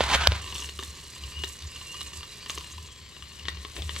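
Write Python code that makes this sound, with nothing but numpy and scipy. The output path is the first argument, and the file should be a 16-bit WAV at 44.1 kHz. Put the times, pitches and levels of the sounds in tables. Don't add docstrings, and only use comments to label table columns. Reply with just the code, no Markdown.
import sys
import numpy as np
from scipy import signal
from scipy.fft import rfft, irfft, next_fast_len
from scipy.io import wavfile
from scipy.ndimage import uniform_filter1d

SR = 44100
rng = np.random.default_rng(int(sys.argv[2]) if len(sys.argv) > 2 else 0)


def unload_audio(sound):
    columns = np.transpose(np.atleast_2d(sound))
    steps = np.round(np.clip(columns, -1, 1) * 32767)
    wavfile.write(sys.argv[1], SR, steps.astype(np.int16))


N = 176400
T = np.arange(N) / SR

# (pitch [Hz], gain [dB])
BACKGROUND_TONE = [(20, -12), (70, 7), (160, 1), (300, -11.5), (800, -20), (5000, -22), (15500, -36)]
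ECHO_TONE = [(60, -25), (400, -9.5), (1200, -6.5), (3000, -7), (6000, -12.5), (12000, -2.5)]
MIC_BALANCE = [(100, 0.5), (600, -2), (1300, 0), (2800, 2), (5500, -3), (11000, -4)]
# (time [s], left over right [dB], delay on the left [samples])
ROBOT_PATH = [(0, -1.5, 1.1), (.3, -1.5, 1.55), (.6, 2, 0.18), (1.2, 1, 0.57), (2.2, -1, 1.2),
              (2.6, 2, 0.023), (3.0, 4.5, 0.78), (3.5, 5.5, 1.2), (4, 5, 0.94)]
# (peak time [s], level [dB], half-width [s])
WHEEL_JOLTS = [(.04, -30.5, 0.051), (.185, -29.5, 0.07), (.5, -41.5, 0.19), (0.659, -40.5, 0.029),
               (.8, -41.5, 0.081), (0.899, -41, 0.036), (1.08, -46, 0.021), (1.25, -36.5, 0.04),
               (1.41, -37.5, 0.087), (1.657, -37, 0.034), (1.79, -47, 0.065), (2.03, -47.5, 0.095),
               (2.18, -42, 0.038), (2.57, -41.5, .055), (2.81, -41, 0.091), (3.05, -47.5, .035),
               (3.241, -42, 0.028), (3.45, -39, 0.046), (3.56, -39, 0.12), (3.84, -32.5, 0.067),
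               (3.95, -38, 0.053)]
# (start [s], end [s], level [dB])
THROTTLE_SPELLS = [(1.09, 1.383, -0.5), (1.67, 2.044, -2.5), (2.125, 2.586, -2), (2.72, 2.783, -4),
                   (3.133, 3.46, -10.5)]
# (time [s], level [dB], pitch [Hz])
AXLE_SQUEAKS = [(1.675, -44.5, 6700), (2.075, -42.5, 7800), (2.138, -49, 6300), (2.675, -49.5, 7460),
                (2.725, -43.5, 6270), (2.87, -49, 7130), (2.925, -49, 6800)]
# (time [s], whir level [dB], treble level [dB])
GEAR_LEVELS = [(0, -51, -50), (.4, -44, -54), (.6, -43, -44.5), (.74, -48.5, -54), (.83, -47.5, -53),
               (1.1, -47, -53), (1.53, -47, -49.5), (1.63, -46.5, -56.5), (1.95, -47, -50),
               (2.3, -47, -54.5), (2.58, -45, -50.5), (2.75, -50, -56.5), (3.0, -50.5, -60),
               (3.35, -50.5, -56), (3.5, -46, -60), (3.72, -50, -55.5), (3.86, -48.5, -51), (4, -40, -45)]
# (start [s], length [s], from [Hz], to [Hz], level [dB])
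GEAR_SONGS = [(1.32, 0.17, 2820, 2927, -45), (1.675, 0.083, 4760, 5150, -54), (1.68, .12, 2730, 2800, -56),
              (1.83, .16, 4490, 4340, -65), (1.85, .19, 2752, 2920, -46.5), (2.66, 0.44, 3300, 3310, -59.5),
              (2.62, 0.86, 7670, 7120, -62.5)]
# (pitch [Hz], level relative to the whir curve [dB])
HOUSING_BANDS = [(2880, -12), (4250, -10.5)]
# (time [s], level [dB])
FRAME_RATTLES = [(0.475, -14.5), (0.501, -16), (0.524, -9.5), (.553, -9), (0.594, -12), (0.623, -10.5),
                 (.643, -12.5), (0.689, -11.5), (0.79, -6.5), (0.826, -11.5), (1.237, -12), (1.391, -16.5),
                 (1.437, -3), (1.759, -12.5), (1.813, -15.5), (1.943, -14.5), (2.008, -9), (2.063, -17),
                 (2.133, -17), (2.231, -12.5), (2.46, -13), (2.497, -7.5), (2.576, -9.5), (2.609, -17),
                 (2.78, -15.5), (3.165, -19), (3.223, -15.5), (3.395, -16.5)]
# (time [s], level [dB], pitch [Hz])
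ROBOT_TICKS = [(.56, -11.5, 3670), (.582, -11.5, 3600), (.603, -13.5, 6400), (0.695, -15, 3930),
               (.798, -15, 3720), (.835, -11, 3700), (1.445, -9.5, 3870), (1.59, -22, 6300),
               (1.623, -16, 3740), (1.764, -23, 6960), (1.818, -22, 3700), (2.015, -9, 3830),
               (2.237, -21, 3660), (2.504, -10, 6520), (2.583, -15, 6300), (3.491, -12, 3880)]
# (pitch [Hz], level [dB], time to fade 60 dB [s])
BOARD_RING = [(69.6, -0.5, 0.32), (97.2, -7, 0.36), (128, -20, 0.3), (171, -20.5, 0.27)]
FRAME_RING = [(258, -17.5, 0.041), (383, -14.5, 0.063), (1000, -5.5, 0.029), (1163, -7.5, 0.035),
              (1810, -3, 0.015), (2826, 2.5, 0.023), (3560, -2, 0.0082), (3980, -5, 0.024)]
BUMP_RING = [(1083, -5.5, 0.036), (1910, 2, 0.022), (2460, -7, 0.013), (3080, 4, 0.031), (3620, 3.5, 0.023),
             (4100, -7, 0.021)]
# (time [s], level [dB], fade time [s], brightness [dB per octave])
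ROBOT_BUMPS = [(2.497, -9, .004, -4), (2.577, -13, .004, -8.5), (3.454, -15, 0.0024, -2.5),
               (3.4838, -3, 0.0021, -1), (3.571, -19.5, 0.0039, -3), (3.649, -12, 0.0042, -3),
               (3.765, -12.5, 0.0024, -1), (3.821, -12.5, 0.0046, 4), (3.893, -8, 0.0024, -2),
               (3.963, -8.5, 0.002, -2.5)]
BOX_HITS = [(.0065, 8.5, 0.0042, -6.5), (.013, -7, 0.0019, -0.5), (.158, -8, 0.0012, -9),
            (.272, 9, 0.00062, -1), (.2734, 13, 0.00093, 0.5), (.320, -0.5, 0.0011, -3.5)]
# (time [s], level [dB])
SLIDE_LEVELS = [(0, -43), (.012, -22.5), (.035, -30), (.065, -30), (.085, -28), (.11, -23.5), (.13, -24.5),
                (.141, -17.5), (.156, -19), (.168, -33.5), (.2, -33), (.21, -28), (.232, -30), (.262, -31),
                (.272, -25.5), (.282, -48), (.32, -35.5), (.4, -45), (.5, -100)]
# (time [s], pitch [Hz], level [dB])
BOX_JUDDER = [(.02, 1700, -50), (.04, 900, -38), (.125, 1000, -36), (.148, 1150, -41), (.17, 1350, -40),
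              (.22, 1550, -37), (.265, 1500, -33), (.285, 1500, -100)]
# (pitch [Hz], gain [dB])
ROLLING_TONE = [(20, -35), (40, -28), (65, 2.5), (95, 2), (125, -11), (165, -4.5), (260, -25), (600, -67)]
SIZZLE_TONE = [(3500, -27), (5500, -1.5), (6400, -1), (7000, 0), (7900, 3), (9500, -7), (11500, -7.5),
               (13500, -17), (15500, -33)]
WHIR_TONE = [(130, 2.5), (260, -4.5), (390, 1), (560, -5), (690, -11.5), (830, -13), (1060, 0.5),
             (1350, -9.5), (1520, -7.5), (1850, -1.5), (2400, -2), (2850, -1.5), (3200, -0.5), (4150, 2),
             (5500, -4), (6500, -6.5), (9000, -30)]
SCUFF_TONE = [(100, -9), (380, 2), (750, -5.5), (1300, -20), (3000, -3.5), (8000, -25)]
BUMP_TONE = [(150, -12.5), (400, 2.5), (750, -14.5), (1100, 9.5), (1450, -9.5), (1950, 7), (2600, 2.5),
             (3500, 12), (4800, 1.5), (7000, -7), (15500, -37)]
SLIDE_TONE = [(130, -5), (300, -8.5), (520, -7.5), (720, -2), (1000, 1), (1500, -2.5), (2100, -2),
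              (3100, -2), (4400, -5.5), (5300, -10.5), (8000, -16.5), (15500, -39.5)]
CLACK_TONE = [(120, -4.5), (300, -10.5), (600, 3.5), (1200, -1.5), (2200, -1), (3400, 7.5), (4300, 4),
              (5300, -1.5), (7000, -15), (15500, -29)]


def from_db(db):
    return 10 ** (np.asarray(db) / 20)


def rms_one(x):
    return x / np.sqrt(np.mean(x ** 2) + 1e-20)


def energy_one(x):
    return x / np.sqrt(np.sum(x ** 2) + 1e-20)


def in_time(rows):
    s, *columns = np.transpose(rows)
    return [np.interp(T, s, c) for c in columns]


def add(out, s, sound):
    i = int(np.clip(s * SR, 0, N - 1))
    out[i:i + len(sound)] += sound[:N - i]


def sine(hz):
    return np.sin(2 * np.pi * np.cumsum(hz) / SR)


def swell(s, width_s):
    return np.exp(-((T - s) / width_s) ** 2)


def shaped(x, tone, tilt_db=0):
    n = next_fast_len(2 * x.shape[-1], real=True) // 2 * 2
    octave = np.log2(np.arange(n // 2 + 1) * SR / n + 1)
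    hz, db = np.transpose(tone)
    gain_db = np.interp(octave, np.log2(hz), db) + tilt_db * np.clip(octave - 11, -2, 2)
    cepstrum = irfft(np.log(from_db(gain_db)))
    cepstrum[1:n // 2] *= 2
    cepstrum[n // 2 + 1:] = 0
    return irfft(rfft(x, n) * np.exp(rfft(cepstrum)))[..., :x.shape[-1]]


def drift(hz):
    r = np.exp(-80 * np.pi * hz / SR)
    slow = signal.lfilter([1], [1, -2 * r, r * r], rng.standard_normal(N // 40 + 2002))[2000:]
    return np.interp(np.arange(N) / 40, np.arange(len(slow)), rms_one(slow))


def clicks(per_s, spread_db):
    sizes = from_db(spread_db * np.minimum(rng.exponential(1, N), 4))
    return (rng.random(N) < per_s / SR) * sizes * rng.choice([-1, 1], N)


def burst(fade_s):
    fade = np.exp(-T[:8192] / fade_s)
    spectrum = rfft(rng.standard_normal(len(fade)) * fade)
    even_noise = irfft(spectrum / (abs(spectrum) + 1e-9))
    return energy_one(even_noise * np.sqrt(fade))


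def ringing(modes, vary_db):
    t, out = T[:SR // 2], 0
    for k, (hz, db, fade_s) in enumerate(modes):
        level = from_db(db + vary_db * rng.normal() - 60 * t / fade_s)
        out += (-1) ** k * level * np.sin(2 * np.pi * hz * t)
    return out


def knocks(rows, tone):
    out = np.zeros(N)
    for s, db, fade_s, tilt_db in rows:
        add(out, s, from_db(db) * energy_one(shaped(burst(fade_s), tone, tilt_db)))
    return out


def placed(x):
    pan_db, lag = in_time(ROBOT_PATH)
    left = np.interp(T - lag / SR, T, x)
    return np.array([left * from_db(pan_db / 2), x * from_db(-pan_db / 2)])


def background():
    noise = rng.standard_normal(N) + 0.35 * rng.standard_normal((2, N))
    return from_db(-54.5) * rms_one(shaped(noise, BACKGROUND_TONE))


def room_echo(x, fade_s=0.19, gap_s=0.004, change_s=0.1986):
    t, out = T[:SR // 2], np.zeros((2, N))
    tails = rng.standard_normal((6, 2, len(t))) * from_db(-60 * t / fade_s) * (t > gap_s)
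    for k, pair in enumerate(tails):
        turn = (T / change_s + k) % len(tails)
        share = np.sqrt(np.maximum(0, 1 - abs(turn - 1)))
        out += [signal.fftconvolve(x * share, energy_one(tail))[:N] for tail in pair]
    return shaped(out, ECHO_TONE)


def board_boom(boom_hz=71.4, drop_s=0.275, low_cut_hz=38):
    jolt_power = sum((from_db(db) * swell(s, width_s)) ** 2 for s, db, width_s in WHEEL_JOLTS)
    level = np.sqrt(from_db(-58) ** 2 + jolt_power)
    boom = from_db(-0.5) * np.sqrt(2) * sine(boom_hz + 4 * drift(10.7))
    rolling = from_db(-9.5) * rms_one(shaped(rng.standard_normal(N), ROLLING_TONE))
    out = level * (boom + rolling)
    add(out, drop_s, from_db(-15) * ringing(BOARD_RING, vary_db=1))
    return signal.sosfilt(signal.butter(2, low_cut_hz, "high", fs=SR, output="sos"), out)


def motor_whine(switch_hz=2385, beat_hz=9.2):
    spells = sum(from_db(db) * ((T > start) & (T < end)) for start, end, db in THROTTLE_SPELLS)
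    hz = switch_hz * (1 + 0.002 * drift(61))
    throb = 1 + 0.68 * np.sin(2 * np.pi * beat_hz * T + drift(2.1))
    whine = np.sqrt(2) * (from_db(-62.5) * sine(hz) + from_db(-56) * sine(2 * hz))
    return uniform_filter1d(spells, size=800) * throb * whine


def axle_squeaks():
    return sum(from_db(db) * swell(s, width_s=0.0091) * np.sqrt(2) * sine(hz * (1 + 0.18 * drift(400)))
               for s, db, hz in AXLE_SQUEAKS)


def tooth_chirps(per_s=18, length_s=0.019, low_hz=5390, high_hz=9050):
    out, progress = np.zeros(N), np.linspace(0, 1, int(length_s * SR))
    jitter = 0.025 * drift(700)
    for s, pitch, slide, size in rng.random((600, 4))[:int(per_s * N / SR)]:
        hz = low_hz * (high_hz / low_hz) ** pitch
        shake = jitter[int(s * (N - len(progress))):][:len(progress)]
        track = hz * (1 + 0.053 * (2 * slide - 1) * progress + shake)
        level = from_db(-2 + 10 * size) * low_hz / hz
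        add(out, s, level * np.sin(np.pi * progress) * sine(track))
    return out


def crumb_snaps(per_s=41, fade_s=0.0067):
    snaps = abs(clicks(per_s, spread_db=3)) + 1e-18
    fades = signal.lfilter([1], [1, -np.exp(-1 / (fade_s * SR))], snaps)
    return from_db(-6) * rms_one(shaped(fades * rng.standard_normal(N), SIZZLE_TONE))


def gear_sizzle(clicks_per_s=800):
    shared, left, right = [rms_one(shaped(clicks(clicks_per_s, 0), SIZZLE_TONE)) for _ in range(3)]
    _, treble_db = in_time(GEAR_LEVELS)
    flutter_db, spurts_db = 2 * drift(22), 3 * drift(61)
    level = from_db(treble_db - 2 + flutter_db + spurts_db)
    direct = level * (shared + tooth_chirps() + crumb_snaps())
    scattered = 0.67 * level * np.array([left, right])
    return placed(direct) + room_echo(direct) + scattered


def gear_note(length_s, from_hz, to_hz):
    progress = np.linspace(0, 1, int(length_s * SR))
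    counts = [int(length_s * per_s) + 2 for per_s in (300, 120)]
    jitter, flutter = [np.interp(progress, np.linspace(0, 1, n), rng.standard_normal(n)) for n in counts]
    hz = (from_hz + (to_hz - from_hz) * progress) * (1 + 0.0099 * jitter)
    return np.sqrt(2 * abs(np.sin(np.pi * progress))) * from_db(3.5 * flutter) * sine(hz)


def gearboxes(teeth_per_s=1100, notes_per_s=22, note_s=0.06):
    whir = from_db(-1.5) * rms_one(shaped(clicks(teeth_per_s, spread_db=1), WHIR_TONE))
    for hz, db in HOUSING_BANDS:
        for s in np.arange(0, N / SR, 1 / notes_per_s):
            from_hz, to_hz = hz * (1 + 0.05 * (rng.normal() + rng.uniform(-0.48, 0.51, 2)))
            add(whir, s + rng.random() / notes_per_s, from_db(db) * gear_note(note_s, from_hz, to_hz))
    out = whir * from_db(in_time(GEAR_LEVELS)[0])
    for s, length_s, from_hz, to_hz, db in GEAR_SONGS:
        add(out, s, from_db(db) * gear_note(length_s, from_hz, to_hz))
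    return out


def loose_parts(taps_per_s=90):
    taps = signal.fftconvolve(clicks(taps_per_s, spread_db=3.5), ringing(FRAME_RING, vary_db=1))[:N]
    return from_db(in_time(GEAR_LEVELS)[0] - 7.5) * rms_one(taps)


def tyre_scuff(at_s=3.79):
    rubbing = rms_one(shaped(clicks(per_s=1660, spread_db=2.5), SCUFF_TONE))
    return from_db(-42.5) * swell(at_s, width_s=0.039) * rubbing


def robot_ticks():
    crack_tone = [(500, -6), (2500, -5), (4000, 10.5), (8000, 5), (15500, -15)]
    out = np.zeros(N)
    for s, db, hz in ROBOT_TICKS:
        contact = burst(fade_s=0.0013)
        ring = energy_one(signal.fftconvolve(contact, ringing([(hz, 0, 0.016)], vary_db=0)))
        crack = energy_one(shaped(contact, crack_tone))
        add(out, s, from_db(db) * (0.85 * ring[:len(contact)] + 0.64 * crack))
    return out


def frame_rattles():
    crack_tone = [(200, -11.5), (800, -13.5), (3000, 6), (7500, -6), (15500, -21)]
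    out = np.zeros(N)
    for s, db in FRAME_RATTLES:
        contact = burst(fade_s=0.0032)
        ring = energy_one(signal.fftconvolve(contact, ringing(FRAME_RING, vary_db=4.5))[:len(contact)])
        crack = energy_one(shaped(contact, crack_tone))
        add(out, s, from_db(db) * energy_one(ring + from_db(-5) * crack))
    return out


def robot_bumps(settle_s=0.029):
    out = knocks(ROBOT_BUMPS, BUMP_TONE)
    for s, db, fade_s, _ in ROBOT_BUMPS:
        contact = burst(fade_s) + from_db(-8) * burst(settle_s)
        ring = energy_one(signal.fftconvolve(contact, ringing(BUMP_RING, vary_db=9)))
        add(out, s, from_db(db - 4) * ring)
    return out


def box_scrape(slips_per_s=7000):
    slide_db, = in_time(SLIDE_LEVELS)
    slips = clicks(slips_per_s, spread_db=1) * from_db(2.64 * drift(95))
    scrape = from_db(slide_db) * rms_one(shaped(slips, SLIDE_TONE))
    hz, judder_db = in_time(BOX_JUDDER)
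    judder = np.sqrt(2) * sine(hz * (1 + 0.089 * drift(336)))
    return scrape + judder * from_db(judder_db - 2.5 * drift(36))


def box_clacks():
    return knocks(BOX_HITS, CLACK_TONE)


def scene():
    clacks = box_clacks()
    echoing = box_scrape() + frame_rattles() + robot_ticks() + loose_parts() + robot_bumps()
    echoing += tyre_scuff() + gearboxes() + axle_squeaks() + motor_whine()
    low_sounds = board_boom() + background()
    return placed(clacks + echoing) + room_echo(echoing) + gear_sizzle() + low_sounds


def record(dry, cutoff_hz=15800):
    left = shaped(dry[0], [(hz, db / 2) for hz, db in MIC_BALANCE])
    right = shaped(dry[1], [(hz, -db / 2) for hz, db in MIC_BALANCE])
    treble_cut = signal.ellip(10, 0.05, 60, cutoff_hz, fs=SR, output="sos")
    return signal.sosfiltfilt(treble_cut, np.clip([left, right], -1, 1))


dry = scene()
out = record(dry)
unload_audio(out)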